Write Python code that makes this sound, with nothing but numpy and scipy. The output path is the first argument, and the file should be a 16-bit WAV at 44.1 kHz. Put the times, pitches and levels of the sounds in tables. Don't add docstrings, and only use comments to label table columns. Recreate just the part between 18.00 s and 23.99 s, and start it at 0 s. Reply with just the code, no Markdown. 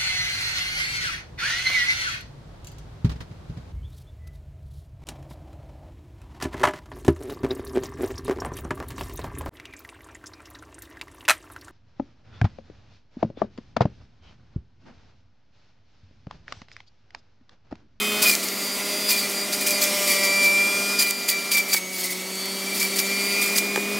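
import sys
import numpy as np
from scipy import signal
from scipy.fft import rfft, irfft
from scipy.io import wavfile

SR = 44100
rng = np.random.default_rng(int(sys.argv[2]) if len(sys.argv) > 2 else 0)


def dump(signal):
    limited = np.clip(np.atleast_2d(signal).T, -1, 1)
    pcm = np.round(limited * 32767).astype(np.int16)
    wavfile.write(sys.argv[1], SR, pcm)


N = 264159
TIME_S = np.arange(N) / SR

# (time [s], speed [turns/s])
UNBRAKED_SPEED = [(0.0, 208.4), (0.24, 209.0), (0.42, 199.9), (.52, 200.4), (0.71, 200.4), (1.07, 204.1),
                  (1.3, 200.6), (1.76, 203.3), (1.9, 202.4), (2.07, 199.4), (2.51, 197.5), (2.97, 202.0),
                  (3.28, 200.3), (3.35, 198.1), (3.5, 198.4), (3.73, 196.8), (3.79, 189.9), (3.94, 189.8),
                  (4.05, 187), (4.15, 187.8), (4.51, 193.5), (5.47, 201.5), (5.62, 203.1), (5.99, 204.5)]
BRAKE_TURNS_PER_S2, RECOVER_S = 550, .162

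HUM_ORDERS = (1, 2, 3, 6, 7)
# (time [s], level [dB])
HUM_LEVEL = [(0, -38), (.22, -38.5), (.4, -43), (1.1, -42.5), (2.5, -42), (2.95, -40.5), (3.15, -47),
             (3.7, -46), (4.85, -39), (5.99, -35.5)]
# (time [s], level [dB])
DRONE_LEVEL = [(0, -54), (.22, -39), (.45, -56), (.95, -39), (1.35, -46.5), (1.9, -32), (2.3, -34),
               (2.95, -43.5), (3.15, -49), (5.99, -49)]
# (time [s], level [dB])
BOOM_LEVEL = [(0, -51), (.22, -42.5), (.4, -48.5), (1, -48), (2.2, -46), (2.95, -39), (3.15, -48.5),
              (3.5, -44), (3.9, -58), (4.5, -53), (5.45, -44), (5.99, -67)]
SECOND_ORDER_DB, SIXTH_ORDER_DB = 0, -6.5

# (time [s], level [dB])
WHINE_LEVEL = [(0, -29.5), (.22, -32.5), (.38, -47), (.9, -43), (1.7, -37.5), (2.05, -35), (2.22, -28),
               (2.36, -21.5), (2.58, -19.5), (2.7, -24.5), (3.03, -30.5), (3.18, -37.5), (3.5, -33.5),
               (3.95, -39), (4.3, -43), (4.6, -44.5), (4.95, -44), (5.13, -27.3), (5.28, -32), (5.39, -26),
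               (5.56, -30.5), (5.68, -30.5), (5.99, -33)]
# (time [s], length [s], level [dB])
SQUEALS = [(0.255, 0.044, -19), (0.321, 0.012, -21), (1.108, 0.062, -27.5), (1.21, 0.049, -35),
           (1.611, 0.017, -36), (1.687, 0.035, -30.5), (1.842, 0.035, -29.5), (2.079, 0.042, -27),
           (2.442, 0.037, -19), (3.029, 0.066, -27), (3.314, 0.075, -27.5), (3.514, 0.034, -29),
           (3.544, 0.062, -21), (3.726, 0.023, -44), (3.757, 0.022, -27), (4.068, 0.034, -37),
           (4.62, 0.012, -34), (4.668, 0.017, -31.5), (4.714, 0.021, -28.5), (4.811, 0.051, -30.5),
           (4.922, 0.02, -33), (5.002, 0.048, -34)]
SQUEAL_RISE_S, SQUEAL_FADE_S = 0.026, 0.0088
# (peak time [s], half width to 1/e [s], order, peak level [dB])
SWELLS = [(.1, .15, 2, -39), (.15, .2, 35, -43), (.2, .15, 21, -43), (.48, .08, 22, -44),
          (.67, .11, 23, -36.5), (.85, .25, 16, -45), (.92, .12, 47, -44), (.95, .15, 13, -42),
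          (1, .14, 23, -41), (1.13, .1, 17, -40.5), (1.2, .06, 23, -35.5), (1.24, .06, 22, -41),
          (1.55, .06, 23, -42), (1.93, .1, 25, -37), (1.98, .12, 15, -42), (1.98, .18, 28, -39),
          (2.1, .42, 17, -40), (2.35, .55, 4, -51), (2.4, .5, 5, -49), (2.2, .4, 6, -44),
          (2.12, .1, 19, -42), (2.28, .13, 36, -38), (2.3, .15, 37, -43), (2.15, .22, 11, -35),
          (2.25, .17, 10, -33.5), (2.3, .11, 25, -39), (2.45, .4, 27, -42.5), (2.52, .14, 26, -39),
          (2.1, .25, 27, -41), (2.7, .12, 17, -43), (2.92, .12, 26, -39), (2.75, .25, 10, -43),
          (2.84, .18, 42, -44), (2.85, .15, 48, -42), (2.8, .2, 30, -41), (2.85, .15, 31, -44),
          (3.07, .08, 10, -39), (3.3, .05, 10, -36), (3.53, .06, 25, -41), (3.55, .3, 11, -44),
          (3.87, .1, 34, -45), (3.87, .16, 35, -46), (4.07, .06, 11, -39), (4.3, .4, 36, -47),
          (4.43, .12, 18, -44), (4.56, .1, 17, -47), (4.5, .13, 23, -39.5), (4.85, .14, 23, -40),
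          (4.7, .25, 35, -44), (5.08, .1, 36, -40.5), (5.25, .15, 48, -44), (5.24, .22, 23, -35.5),
          (5.3, .25, 11, -34), (5.35, .15, 10, -42), (5.37, .17, 13, -38.5), (5.48, .1, 35, -42),
          (5.72, .18, 36, -43), (5.8, .28, 11, -39)]
# (time [s], level [dB])
BRUSH_LEVEL = [(0, -37), (.35, -44), (.62, -37), (.73, -32), (.8, -39.5), (.9, -35), (1.1, -33),
               (1.29, -45), (1.36, -33), (1.43, -32.5), (1.48, -43), (1.7, -37.5), (1.98, -46), (2.15, -31),
               (2.42, -32), (2.55, -40), (2.9, -35.5), (3.2, -35), (3.65, -42), (3.85, -53), (4.2, -48),
               (4.4, -36.5), (4.7, -40.5), (4.9, -38.5), (5.1, -42), (5.22, -37), (5.31, -32.5),
               (5.42, -39), (5.56, -44), (5.68, -37.5), (5.82, -47), (5.99, -43)]
# (time [s], length [s], level [dB])
SLAPS = [(1.081, 0.044, -28), (1.171, 0.026, -29), (1.531, 0.0097, -28.5), (1.728, 0.046, -30),
         (2.987, 0.016, -19), (3.28, 0.03, -28.5), (3.512, 0.028, -28), (3.576, 0.013, -35),
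         (3.718, 0.01, -26), (4.029, 0.031, -38), (4.269, 0.034, -54)]
SLAP_RISE_S, SLAP_FADE_S = 0.004, 0.022
# (order, relative level [dB])
SLAP_LINES = [(22, -14), (23, -13), (24, 0), (25, -16), (35, -14), (36, -15), (47, -17), (48, -14),
              (59, -17)]
# (time [s], shaft angle [rad rms])
LOOSENESS = [(0, .01), (.3, .03), (.45, .025), (.58, .006), (1.05, .006), (1.15, .025), (1.28, .025),
             (1.36, .006), (1.44, .006), (1.6, .04), (1.95, .03), (2.15, .006), (3.7, .008), (3.92, .008),
             (4.03, .035), (4.15, .012), (4.35, .005), (4.6, .006), (4.72, .05), (4.98, .05), (5.06, .005),
             (5.99, .005)]

# (time [s], level per order [dB])
BUZZ_LEVEL = [(0, -52), (.2, -52), (.36, -58), (1, -54.5), (1.65, -54.5), (1.9, -47.5), (2.4, -48),
              (2.97, -49.3), (3.15, -57), (3.9, -60), (4.5, -56), (4.9, -57), (5.25, -54), (5.7, -61),
              (5.99, -62)]
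# (frequency [Hz], relative gain [dB])
BUZZ_COLOUR = [(800, 3), (1000, 5), (1650, -3), (2600, 2.5), (3000, 5), (3400, 6.5), (3600, 4), (3800, 5),
               (4400, 6), (5000, 7), (5600, 7.5), (6000, 8), (6500, 5), (7300, 7), (7800, 4), (8700, 10),
               (10300, 4.5), (13000, 5.5), (15800, -10)]

# (order, level [dB])
IDLE_LINES = [(15, -36), (17, -41), (19, -48), (24, -47)]
# (time [s], gain [dB])
IDLE_FADE = [(0, 3.5), (.2, 0), (.27, 4), (.4, -70)]
# (frequency [Hz], relative density [dB/Hz])
IDLE_RATTLE_COLOUR = [(80, -50), (300, -46), (1300, 3.5), (1700, -13), (2100, 6), (2600, -6), (3300, 0),
                      (4200, -12), (9000, -8)]

# (time [s], level [dB])
AIR_LEVEL = [(0, -34), (.22, -29), (.42, -34), (1.4, -33), (2.9, -31.5), (3.15, -37), (3.65, -35),
             (3.85, -41), (4.7, -35), (5.99, -31)]
# (frequency [Hz], relative density [dB/Hz])
AIR_COLOUR = [(20, -8), (45, -12), (75, -26), (110, -13), (140, -12), (180, -6), (255, 3), (320, -.5),
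              (400, -3), (520, -3), (650, -2), (900, -8), (1250, -5), (1500, -11), (1850, -7),
              (4000, -10.5), (9000, -14.5), (16000, -18.5)]

# (time [s], level [dB])
RUB_LEVEL = [(0, -39), (.35, -29.5), (.6, -32.5), (1.25, -30), (1.45, -33), (2.05, -27), (2.95, -36.5),
             (3.15, -34.5), (3.62, -34), (3.85, -38), (4.05, -31.5), (4.25, -37), (4.55, -35),
             (4.75, -31.5), (5.35, -29), (5.99, -38)]
# (frequency [Hz], relative density [dB/Hz])
PULP_COLOUR = [(80, -45), (300, 8), (1000, -1), (1700, -4.5), (2050, 20.5), (2400, 9.5), (2800, 7.5),
               (3700, 9.5), (4600, 9.5), (5600, 9.5), (7000, 9), (10000, 6.5), (13000, 6), (16000, 4)]
FLARE_BANDS = (2100, 3300, 4700, 6200, 7600, 9500, 11500, 14000)
CLING_GAIN = .5

# (time [s], length [s], level [dB], fade time constant [s])
BITES = [(.221, 0.0071, -15.5, 0.04), (.268, 0.035, -18.5, 0.045), (.426, 0.018, -29, 0.022),
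         (1.087, 0.012, -19, 0.02), (1.103, 0.0062, -18, 0.044), (1.176, 0.013, -26.5, 0.031),
         (1.293, 0.025, -29.5, 0.02), (1.527, 0.0057, -21.5, 0.028), (1.606, .018, -26.5, 0.022),
         (1.663, 0.013, -19.5, 0.035), (1.707, 0.005, -23.5, 0.027), (1.815, 0.023, -18, 0.025),
         (2.021, 0.0089, -26, 0.018), (2.073, 0.047, -22.5, 0.042), (2.232, 0.024, -23.5, 0.017),
         (2.429, 0.033, -24.5, 0.018), (2.992, 0.037, -19, 0.016), (3.062, 0.049, -27.5, 0.0093),
         (3.284, 0.016, -17.5, 0.018), (3.514, 0.02, -19.5, 0.039), (3.568, 0.016, -21.5, 0.022),
         (3.683, 0.036, -28, 0.04), (3.7295, 0.01207, -15, 0.01007), (3.758, 0.0255, -25, 0.0102),
         (3.928, 0.039, -32.5, 0.024), (3.983, 0.037, -29.5, 0.021), (4.037, 0.017, -25.5, 0.025),
         (4.101, 0.028, -28.5, 0.0091), (4.742, 0.042, -27.5, 0.051), (4.796, 0.027, -23, 0.0412),
         (4.959, 0.0094, -24.5, 0.026), (4.986, 0.015, -20, 0.01), (5.415, 0.02, -22.5, 0.07),
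         (5.556, 0.022, -21.5, 0.021), (5.577, 0.0086, -18, 0.012)]
BITE_RISE_S = 0.00898
# (frequency [Hz], relative density [dB/Hz])
SHRED_COLOUR = [(60, -70), (200, -30), (700, -5.5), (1600, 0), (2100, 6), (2900, 1.5), (4000, 5.5),
                (4700, 11.5), (5700, 6), (7000, 7), (10000, 6.5), (13000, 6), (16000, 7)]
CRACKS_PER_S, CRACK_T60_S, CRACK_DB = 1200, .011, -4.5

# (time [s], onset level [dB], centre [Hz])
TICKS = [(.248, -21, 6000), (.299, -22, 5000), (0.352, -13, 6000), (1.106, -17, 5000), (.486, -19.5, 5970),
         (1.670, -21, 6000), (1.684, -20.5, 5500), (1.7075, -15.5, 7970), (1.839, -18, 6983),
         (3.108, -18, 4295), (3.1085, -13, 8500), (3.328, -23, 7030), (3.733, -24, 5030),
         (4.355, -27, 6990), (4.457, -22.5, 10990), (4.829, -16, 5243), (4.991, -14, 5020),
         (5.585, -14, 6990), (5.76, -18, 5990)]
TICK_FADE_S = .002

# (time [s], level [dB], brightness [dB/octave])
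KNOCKS = [(3.745, -31.5, 7), (5.7593, -25.5, 7.5), (5.775, -27.5, -1)]
# (frequency [Hz], relative level [dB], t60 [s])
HOUSING_MODES = [(270, -24, 0.03), (384, 11.5, 0.029), (543, 9, 0.017), (840, 7.5, 0.02), (1250, -1, 0.029),
                 (1570, -1.5, 0.024), (1800, 6, 0.009), (3140, 5.5, 0.0011)]

EDGE_HZ = 15830


def amp(db):
    return 10 ** (np.asarray(db) / 20)


def unit(x):
    return x / np.sqrt(np.mean(abs(x) ** 2) + 1e-20)


def curve(rows):
    return np.interp(TIME_S, *np.transpose(rows))


def colour_at(points, hz):
    table_hz, db = np.transpose(points)
    return amp(np.interp(np.log(hz + 1), np.log(table_hz + 1), db))


def coloured(x, points):
    gain = unit(colour_at(points, np.fft.rfftfreq(N, 1 / SR)))
    return irfft(rfft(x) * gain, N)


def drift(rate_hz):
    count, control_hz = 4096, 600
    hz = np.fft.rfftfreq(count, 1 / control_hz)
    spectrum = rfft(rng.standard_normal(count)) / (1 + (hz / rate_hz) ** 4)
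    slow = unit(irfft(spectrum))
    return np.interp(TIME_S * control_hz, np.arange(count), slow)


def line(angle, order, waver_db, slip_rad):
    level = unit(amp(waver_db * drift(11.6)))
    phase = order * angle + slip_rad * drift(7.1) + 2 * np.pi * rng.random()
    return np.sqrt(2) * level * np.cos(phase)


def strokes(rows, rise_s):
    power = np.zeros(N)
    for start_s, length_s, db, fade_s in rows:
        near = (TIME_S > start_s - .05) & (TIME_S < start_s + .5)
        t = TIME_S[near] - start_s
        rise = np.clip(t / rise_s + .5, 0, 1)
        fade = np.exp(-np.maximum(t - length_s, 0) / fade_s)
        power[near] += (amp(db) * rise * fade) ** 2
    return np.sqrt(power)


def crackle(angle, per_s, spread_db, hiss, throb):
    size = amp(spread_db * np.minimum(rng.exponential(1, N), 4))
    struck = rng.random(N) < per_s / SR
    snaps = unit(size * rng.standard_normal(N) * struck)
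    turn = np.exp(throb * np.cos(angle + 2.0 * drift(0.35)))
    return unit((snaps + hiss * rng.standard_normal(N)) * turn)


def shaft_speed(bite):
    keep = np.exp(-1 / (RECOVER_S * SR))
    sag = signal.lfilter([BRAKE_TURNS_PER_S2 / SR], [1, -keep], bite)
    return curve(UNBRAKED_SPEED) - sag


def hum(angle):
    hum_db, boom_db = curve(HUM_LEVEL), curve(BOOM_LEVEL)
    levels_db = hum_db, hum_db + SECOND_ORDER_DB, curve(DRONE_LEVEL), boom_db + SIXTH_ORDER_DB, boom_db
    return sum(amp(db) * line(angle, order, waver_db=.7, slip_rad=.03 * order)
               for db, order in zip(levels_db, HUM_ORDERS))


def whine(angle):
    looseness = curve(LOOSENESS)
    chatter = amp(np.minimum(70 * looseness, 2.5) * drift(55))
    ribs = angle + looseness * drift(50)
    squeals = strokes([(*row, SQUEAL_FADE_S) for row in SQUEALS], SQUEAL_RISE_S)
    tone_level = np.hypot(amp(curve(WHINE_LEVEL)), squeals)
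    tone = tone_level * chatter * line(ribs, order=12, waver_db=.7, slip_rad=.05)

    swells = np.zeros(N)
    for peak_s, half_s, order, db in SWELLS:
        envelope = amp(db) * np.exp(-((TIME_S - peak_s) / half_s) ** 2)
        swells += envelope * line(ribs, order, waver_db=1.6, slip_rad=.2)

    slap_tone = sum(amp(db) * line(ribs, order, waver_db=1.2, slip_rad=.15) for order, db in SLAP_LINES)
    slaps = strokes([(*row, SLAP_FADE_S) for row in SLAPS], SLAP_RISE_S)
    slap_level = np.hypot(amp(curve(BRUSH_LEVEL)), slaps)
    return tone + swells + slap_level * slap_tone


def buzz(angle):
    orders = np.setdiff1d(np.arange(4, 80), tuple(HUM_ORDERS) + (12,))
    gains = unit(colour_at(BUZZ_COLOUR, orders * curve(UNBRAKED_SPEED).mean()))
    shaken = angle + .004 * drift(90)
    comb = np.zeros(N)
    for order, gain in zip(orders, gains):
        load = unit(amp(2.5 * drift(1.5)))
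        comb += gain * load * line(shaken, order, waver_db=2.2, slip_rad=order / 130)
    return amp(curve(BUZZ_LEVEL)) * comb


def idling(angle):
    ring = sum(amp(db) * line(angle, order, waver_db=0.0, slip_rad=0.22) for order, db in IDLE_LINES)
    grain = crackle(angle, per_s=1600, spread_db=14, hiss=1.2, throb=0.28)
    rattle = amp(-31.5) * coloured(grain, IDLE_RATTLE_COLOUR)
    return amp(curve(IDLE_FADE)) * (ring + rattle)


def air():
    flutter_db = .5 * drift(14)
    return amp(curve(AIR_LEVEL) + flutter_db) * coloured(rng.standard_normal(N), AIR_COLOUR)


def clinging(grain, angle):
    turn_before = np.searchsorted(angle, angle - 2 * np.pi)
    again, total = grain, grain
    for _ in range(3):
        again = CLING_GAIN * again[turn_before] * (turn_before > 0)
        total = total + again
    return unit(total)


def ragged(x, patchy_db, rate_hz):
    hz, spectrum = np.fft.rfftfreq(N, 1 / SR), rfft(x)
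    total = np.zeros(N)
    for pick in np.eye(len(FLARE_BANDS)):
        band = irfft(spectrum * np.interp(hz, FLARE_BANDS, pick), N)
        total += band * amp(patchy_db * drift(rate_hz))
    return unit(total)


def rubbing(angle):
    grain = clinging(crackle(angle, per_s=5000, spread_db=2.0, hiss=1.56, throb=0.11), angle)
    level = amp(curve(RUB_LEVEL) + .5 * drift(25))
    return level * ragged(coloured(grain, PULP_COLOUR), patchy_db=1.3, rate_hz=12)


def cracks(count=40):
    t = np.arange(0, CRACK_T60_S, 1 / SR)
    out = np.zeros(N)
    for hz in np.linspace(1900, 15000, count):
        size = amp(4 * np.minimum(rng.exponential(1, N), 2.5))
        hits = size * (rng.random(N) < CRACKS_PER_S / count / SR)
        ring = amp(-60 * t / CRACK_T60_S) * np.sin(2 * np.pi * hz * t)
        out += signal.oaconvolve(hits, ring)[:N]
    return unit(coloured(out, SHRED_COLOUR))


def shredding(angle, bite):
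    grain = clinging(crackle(angle, per_s=6000, spread_db=1.6, hiss=.9, throb=.22), angle)
    tearing = ragged(coloured(grain, SHRED_COLOUR), patchy_db=1.9, rate_hz=90)
    crunch = unit(tearing + amp(CRACK_DB) * cracks())
    clumps = unit(amp(.6 * drift(200)))
    rasp = np.zeros(N)
    for order in (12, 24, 36, 48):
        smeared = drift(110) * np.cos(order * angle) + drift(110) * np.sin(order * angle)
        rasp += smeared * (12 / order) ** .6
    return bite * clumps * (crunch + amp(-12.0) * rasp)


def ticks():
    out = np.zeros(N)
    for start_s, db, hz in TICKS:
        near = (TIME_S >= start_s) & (TIME_S < start_s + .03)
        band = signal.butter(1, [hz / 1.3, min(hz * 1.3, EDGE_HZ)], "band", fs=SR)
        noise = unit(signal.lfilter(*band, rng.standard_normal(2000)))[:near.sum()]
        out[near] += amp(db) * noise * np.exp(-(TIME_S[near] - start_s) / TICK_FADE_S)
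    return out


def knocks():
    out = np.zeros(N)
    for start_s, level_db, tilt_db in KNOCKS:
        after = (TIME_S >= start_s) & (TIME_S < start_s + .1)
        t = TIME_S[after] - start_s
        for i, (hz, mode_db, t60_s) in enumerate(HOUSING_MODES):
            ring = amp(level_db + mode_db + tilt_db * np.log2(hz / 800) - 60 * t / t60_s)
            out[after] += (-1) ** i * ring * np.sin(2 * np.pi * hz * t)
    return signal.sosfilt(signal.butter(4, 170, "high", fs=SR, output="sos"), out)


def scene():
    bite = strokes(BITES, BITE_RISE_S)
    flutter = 1 + .0008 * drift(25)
    angle = 2 * np.pi * np.cumsum(shaft_speed(bite) * flutter) / SR
    machine = hum(angle) + whine(angle) + buzz(angle) + idling(angle) + air()
    stalks = rubbing(angle) + shredding(angle, bite)
    mono = machine + stalks + ticks() + knocks()
    return np.array([mono, mono])


def record(dry):
    rounded = dry / (1 + (dry / .54) ** 14) ** (1 / 14)
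    low_cut = signal.sosfilt(signal.butter(3, 100, "high", fs=SR, output="sos"), rounded)
    high_cut = signal.firwin(511, EDGE_HZ, window=("kaiser", 9), fs=SR)
    return signal.oaconvolve(low_cut, high_cut[None], "same")


dry = scene()
out = record(dry)
dump(out)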